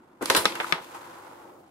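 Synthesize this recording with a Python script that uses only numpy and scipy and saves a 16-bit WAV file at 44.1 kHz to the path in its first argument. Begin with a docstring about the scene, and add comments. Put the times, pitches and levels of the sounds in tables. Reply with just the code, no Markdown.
"""A carrom shot in a small quiet room, heard by a phone's two microphones at the near edge of the board.
A finger flicks the striker, which scrapes over the powdered wood and knocks the bottom coin from a stack.
The stack drops and chatters; striker and coin then clack off the frame, and the plywood rings and thuds.
Last, the striker slides to rest, its scrape sinking in pitch, and leaves the faint hum of the room."""
import sys
import numpy as np
from scipy import signal
from scipy.fft import rfft, irfft
from scipy.io import wavfile
from scipy.ndimage import map_coordinates

SR = 44100
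rng = np.random.default_rng(int(sys.argv[2]) if len(sys.argv) > 2 else 0)


def wav_record(signal):
    """Record a signal, one row per channel, as 16-bit PCM in the file named by sys.argv[1]."""
    frames = np.transpose(np.atleast_2d(signal))
    bounded = np.clip(frames, -1, 1)
    # unit amplitude maps onto the largest positive 16-bit level
    quanta = np.round(bounded * 32767).astype(np.int16)
    wavfile.write(sys.argv[1], SR, quanta)


N = 74970
T = np.arange(N) / SR
HZ = np.maximum(np.fft.rfftfreq(N, 1 / SR), 1)

# blows on the board; the finger lets go at 0.21 s, the striker meets the stack at 0.30 s:
# t/s, level/dB, bass/dB, bite/dB, treble/dB, after-ring/dB, left-right/dB, favoured f/Hz, its boost/dB
BOARD_KNOCKS = [ (.2100, -4, 10.5, -26, -24, 5, 5, 1180, 4.5),
                (.2200, -3, 16, -14, -14, -4.5, -4.5, 275, 7),
                (0.2246, 3.5, 9.5, -12, 1, -1, -2.5, 1880, 5),
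                (0.2286, 5, 8.5, -18.5, -5, -11.5, -2, 269.7, 13.5),
                (0.2576, 2.5, -2, 1, 9.5, -4, -4, 4170, 5.5), (0.2996, 15, 1, 1, 2, 4, 1, 479, 7.5),
                (0.3489, 10.5, 5, 7.5, 4.5, 1, -2.5, 513, 5.5),
                (0.3518, 12.5, -4.5, -18, -7, 3.5, 0, 1035, 1),
                (0.445, 2.5, 6, -15, -4.5, 4, -4.5, 620, -4.5), (0.5227, -4.5, 6, 2, -20, -7, 1.5, 2400, 8),
                (0.554, 1, 1, -2.5, -2.5, 1, 1, 2540, 7.5),
                (0.6076, 10.5, -5, -17, -12.5, -2, -6, 1750, -2.5),
                (.6440, 6, -15.5, -19, -11, -17, 2, 1320, 11.5)]
# modes of the coins: f/Hz, level/dB, t60/s
COIN_MODES = [(1573, 1.5, .08), (3840, 1.5, 0.1), (4150, 6.5, 0.053), (4920, 3.5, 0.044), (10500, 3.5, .03)]
def knocks():
    """Finger, striker and coin knock on the board, coloured by the coins' resonances."""
    return blows(BOARD_KNOCKS, resonances(COIN_MODES))


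# discs hit the frame, last the striker on the side far from the microphones: columns as in BOARD_KNOCKS
FRAME_HITS = [ (0.4547, 16.5, 1.5, 7.5, 0, -6, 2.5, 5200, 2.5),
              (0.6008, 9.5, -1, -2.5, -21.5, -1, 1, 2050, 5),
              (0.7238, 19, -4, -0.5, -13, -5.5, 6.6, 1800, 3)]
# modes of the wooden frame: f/Hz, level/dB, t60/s
FRAME_MODES = [(1260, 6, .04), (1550, -9.5, 0.02), (2156, 3, 0.018), (2560, 4, 0.037), (3394, 5.5, 0.031),
               (5140, 2.5, 0.028)]
def rebounds():
    """Discs bounce off the frame and ring it."""
    return blows(FRAME_HITS, resonances(FRAME_MODES))


# spectrum of a wooden knock: f/Hz, level/dB
WOOD_COLOUR = [(30, -34), (70, -17.5), (150, -12.5), (230, -5), (350, -1.5), (650, -1.5), (1200, 1),
               (2200, -3.5), (4000, -6.5), (5200, -9.5), (6500, -13.5), (10000, -11.5), (13000, -19),
               (16000, -35)]
def blows(table, body_db, favour_octaves=0.27):
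    """Single blows on wood, each with its own brightness; each spot favours one resonance."""
    out = 0
    for row, (early, late) in zip(table, contacts(len(table))):
        s, db, bass, bite, treble, ring, pan, hz, boost = row
        tone = over_hz([(380, bass), (1320, 0), (3890, bite), (7900, treble)])
        favoured = boost * np.exp(-.5 * (np.log2(HZ / hz) / favour_octaves) ** 2)
        blow = causal(db + over_hz(WOOD_COLOUR) + body_db + tone + favoured) * delay(s)
        out = out + blow * (early * balance(pan) + undb(ring) * late)
    return irfft(out, N)


# spectrum of the stack landing: f/Hz, level/dB
CHATTER_COLOUR = [(40, -24), (150, -18.5), (380, -1), (650, -7.5), (1050, -0.5), (1600, -4.5), (2300, -9),
                  (4000, -8), (6500, -15.5), (10000, -7.5), (13000, -16), (16000, -22.5)]
def stack_drop(start_s=.3605, rise_s=0.0081, fall_s=0.0094, coins=6, clicks_per_s=1200):
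    """Right of centre, the stack lands and tiny collisions run through its coins, each with its ring."""
    age = np.maximum(T - start_s, 0)
    env = np.sqrt(np.minimum(age / rise_s, 1)) * np.exp(-np.maximum(age - rise_s, 0) / fall_s)
    out = 0
    for early, late in contacts(coins):
        clicks = env * (rng.random(N) < clicks_per_s / SR) * rng.standard_normal(N)
        ring = early * balance(-4) + undb(0.5) * late
        out = out + rfft(unit(clicks) / np.sqrt(N * coins)) * ring
    return irfft(out * causal(20.5 + over_hz(CHATTER_COLOUR) + resonances(COIN_MODES)), N)


# short rings of disc and frame, then modes of the playing surface: f/Hz, level/dB, t60/s
CLACK_MODES = [(772, -10, 0.012), (1400, -7.5, .016), (2290, 1, 0.029), (2660, 3, 0.045), (3600, 9, 0.025),
               (3930, 10, .012), (5500, 13, 0.015)]
BOARD_MODES = [(187, 2, 0.57), (229.6, -10.5, 0.34), (340, 7.5, 0.98), (378.4, 8.5, 0.27),
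               (403.3, -6, 0.064), (464.7, -1.5, 0.39), (540, 5.5, 0.75), (652, 5, 0.37), (833.4, 7, 0.37),
               (924.3, 7, 0.19), (999, 4.5, 0.33), (1037, -1.5, 0.091), (1510, 2.5, 0.074)]
# decay of the first crack, the plywood's dense ring and the room: f/Hz, t60/s
CRACK_T60 = [(300, 0.0017), (1500, 0.025), (4000, 0.0043), (10000, 0.0048)]
PANEL_T60 = [(150, 0.091), (600, 0.0916), (1400, 0.027), (3000, 0.026), (10000, 0.011)]
ROOM_T60 = [(100, 0.31), (400, 0.78), (1000, 0.13), (2500, 0.26), (6000, 0.25), (13000, 0.24)]
def contacts(count):
    """Each contact at the microphones: clack and crack first, then the ring of plywood, board and room."""
    clack = (undb(-12) + undb(-11) * modes(CLACK_MODES)) * mic_delays() * bending()
    crack = undb(-4) * tails(CRACK_T60, count, build_s=0.000099)
    plywood = undb(-2) * tails(PANEL_T60, count, build_s=0.0021)
    board = undb(2) * modes(BOARD_MODES)
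    room = undb(-3.5) * tails(ROOM_T60, count, build_s=0.0024)
    return zip(clack + crack, plywood + board + room)


def bending(travel_s=0.001778):
    """Bending waves disperse on their way to the board's edge: the treble arrives first, the bass trails."""
    dispersion = np.exp(-4j * np.pi * travel_s * np.sqrt(1000 * HZ))  # travel_s holds at 1 kHz
    return dispersion * delay(-travel_s / 3)


# low thuds of the board: t/s, f/Hz, level/dB, t60/s
BOARD_THUDS = [(0.376, 91.6, -35, 0.12), (.457, 190, -33.5, 0.1), (0.729, 169, -32, 0.098)]
def thuds(rise_s=0.00078):
    """Heavy blows rock the whole board."""
    out = 0
    for s, hz, db, t60 in BOARD_THUDS:
        age = np.maximum(T - s, 0)
        env = undb(db - 60 * age / t60) * (1 - np.exp(-age / rise_s))
        out = out + env * np.sin(2 * np.pi * hz * age)
    return out


# course of the slide: t/s, scrape level/dB, powder hiss level/dB
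SLIDE_LEVELS = [(0.203, -61.5, -74), (0.22, -45.5, -42.5), (.29, -44.5, -39), (.5, -40, -41.5),
                (.58, -39, -45.5), (.71, -41, -42), (0.79, -39.5, -58), (0.831, -47.5, -48.5),
                (.89, -48.5, -53), (.955, -41, -49.5), (1.021, -46, -54), (1.25, -46.5, -57),
                (1.441, -49.5, -62.5), (1.58, -54.5, -72), (1.7, -62, -67.5)]
# spectra of disc scrape, powder hiss and board rumble: f/Hz, level/dB
SCRAPE_COLOUR = [(150, -25), (400, -22.5), (700, -4.5), (950, 0), (1400, -4), (2100, -16.5), (4000, -31.5),
                 (9000, -51)]
HISS_COLOUR = [(500, -8), (1450, 5.5), (2000, 9.5), (3500, 5), (5500, 0), (8000, 0.5), (12500, -2.5),
               (15000, -7), (16000, -30)]
RUMBLE_COLOUR = [(30, -39.5), (70, -21), (110, -6), (160, -10.5), (260, -11.5), (345, 7.5), (420, -3.5),
                 (520, 3.5), (750, -14.5), (1500, -29.5)]
def sliding(stop_s=1.61, fade_s=0.049, grain_db=1.5, grains_per_s=290):
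    """Discs scrape over grains of powder and make the board rumble; the hiss fades first as they slow."""
    times, scrape_levels, hiss_levels = np.array(SLIDE_LEVELS).T
    scrape_db, hiss_db = np.interp(T, times, scrape_levels), np.interp(T, times, hiss_levels)
    grip = unit(undb(grain_db * walk(grains_per_s)))
    moving = np.interp(T, [times[0], times[1], stop_s, stop_s + fade_s], [0, 1, 1, 0])
    rumble_db = -52.5 + 0.17 * (scrape_db + 47)  # follows the scrape only weakly
    rumble = moving * undb(rumble_db) * noise(RUMBLE_COLOUR)
    scrape = undb(scrape_db) * slowed(noise(SCRAPE_COLOUR, resonances(BOARD_MODES)), stop_s)
    hiss = undb(hiss_db) * noise(HISS_COLOUR)
    return grip * (scrape + hiss) + rumble


def slowed(rubbing, stop_s, from_s=1.15, end_pitch_ratio=0.86):
    """The rubbing sinks in pitch as the striker loses speed."""
    place = np.cumsum(np.interp(T, [from_s, stop_s], [1, end_pitch_ratio]))
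    return np.array([map_coordinates(channel, [place], mode="mirror") for channel in rubbing])


# spectrum of the quiet room: f/Hz, level/dB
HUM_COLOUR = [(25, -33.5), (60, -4.5), (220, 6), (330, 11), (420, 0), (600, -0.5), (820, -4.5), (1100, -24),
              (2200, -19), (5500, -49), (15000, -41)]
def room_hum():
    """Room tone: a faint, steady low noise around the board."""
    return undb(-58) * noise(HUM_COLOUR)


# how unlike the two microphones sound: f/Hz, side share/0-1
MIC_SPREAD = [(35, 0.5), (100, 0.05), (300, 0), (700, 0.42), (1400, 0.33), (3000, 0.69), (12000, 0.41)]
def mic_pair():
    """Spectrum of white noise at the two microphones, most alike in the upper bass."""
    mid, side = rfft(rng.standard_normal((2, N)))
    share = over_hz(MIC_SPREAD)
    return (mid * np.sqrt(1 - share) + side * np.sqrt(share) * np.array([[1], [-1]])) * mic_delays()


def mic_delays(lag_s=0.00007):
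    """Sound reaches the right microphone just after the left."""
    return np.array([delay(0), delay(lag_s)])


def balance(db):
    """Microphone gains for a level of left minus right."""
    return undb([[db / 2], [-db / 2]])


def noise(colour, body_db=0):
    """Stereo noise of a given colour, heard through a resonant body, rms 1."""
    return unit(irfft(mic_pair() * undb(over_hz(colour) + body_db), N))


def tails(t60s, count, build_s):
    """Responses of diffuse rings, each octave dying at its own rate."""
    centres = np.geomspace(60, 15360, 9)
    white, size = mic_pair(), N // 3
    starts = rng.integers(0, N - size, count)
    out = np.zeros((count, 2, size))
    for hz, weights in zip(centres, np.eye(len(centres))):
        band = irfft(white * np.interp(np.log(HZ), np.log(centres), weights), N)
        env = undb(-60 * T[:size] / over_hz(t60s, hz)) * (1 - np.exp(-T[:size] / build_s))
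        out += np.array([band[:, s:s + size] for s in starts]) * env / np.sqrt(np.sum(env ** 2))
    return rfft(out, N)


def modes(table):
    """Response of damped resonances; dB is the height of each peak."""
    ring = 0
    for hz, db, t60 in table:
        gain = undb(db) * 2 * np.log(1000) / (t60 * SR)
        ring = ring + gain * np.sin(2 * np.pi * hz * T) * undb(-60 * T / t60)
    return rfft(ring)


def resonances(table):
    """Gain in dB of a body that passes every tone and lifts those near its modes."""
    return 10 * np.log10(1 + sum(np.abs(modes([mode])) ** 2 for mode in table))


def causal(db):
    """Minimum-phase response with the given gain."""
    cepstrum = irfft(np.log(undb(db)), N)
    cepstrum[1:N // 2] *= 2
    cepstrum[N // 2 + 1:] = 0
    return np.exp(rfft(cepstrum))


def delay(s):
    """Response of a plain delay."""
    return np.exp(-2j * np.pi * HZ * s)


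def walk(rate):
    """Smooth random wander, rms 1."""
    return unit(np.interp(T * rate, np.arange(N // 8), rng.standard_normal(N // 8)))


def over_hz(points, hz=HZ):
    """Read (f/Hz, value) points on a log-frequency axis."""
    freqs, values = np.array(points, float).T
    return np.interp(np.log(hz), np.log(freqs), values)


def undb(db):
    """Decibels to gain."""
    return 10 ** (np.asarray(db) / 20)


def unit(x):
    """Scale to rms 1."""
    return x / np.sqrt(np.mean(x ** 2))


def scene():
    """The shot from the near edge of the board, over the hum of the room."""
    return knocks() + rebounds() + stack_drop() + thuds() + sliding() + room_hum()


def record(dry):
    """The phone rounds the highest peaks and cuts the top."""
    ceiling, top_hz = .9, 15600
    rounded = dry / (1 + (dry / ceiling) ** 6) ** (1 / 6)
    return signal.sosfilt(signal.ellip(8, .2, 70, top_hz, fs=SR, output="sos"), rounded)


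dry = scene()
out = record(dry)
wav_record(out)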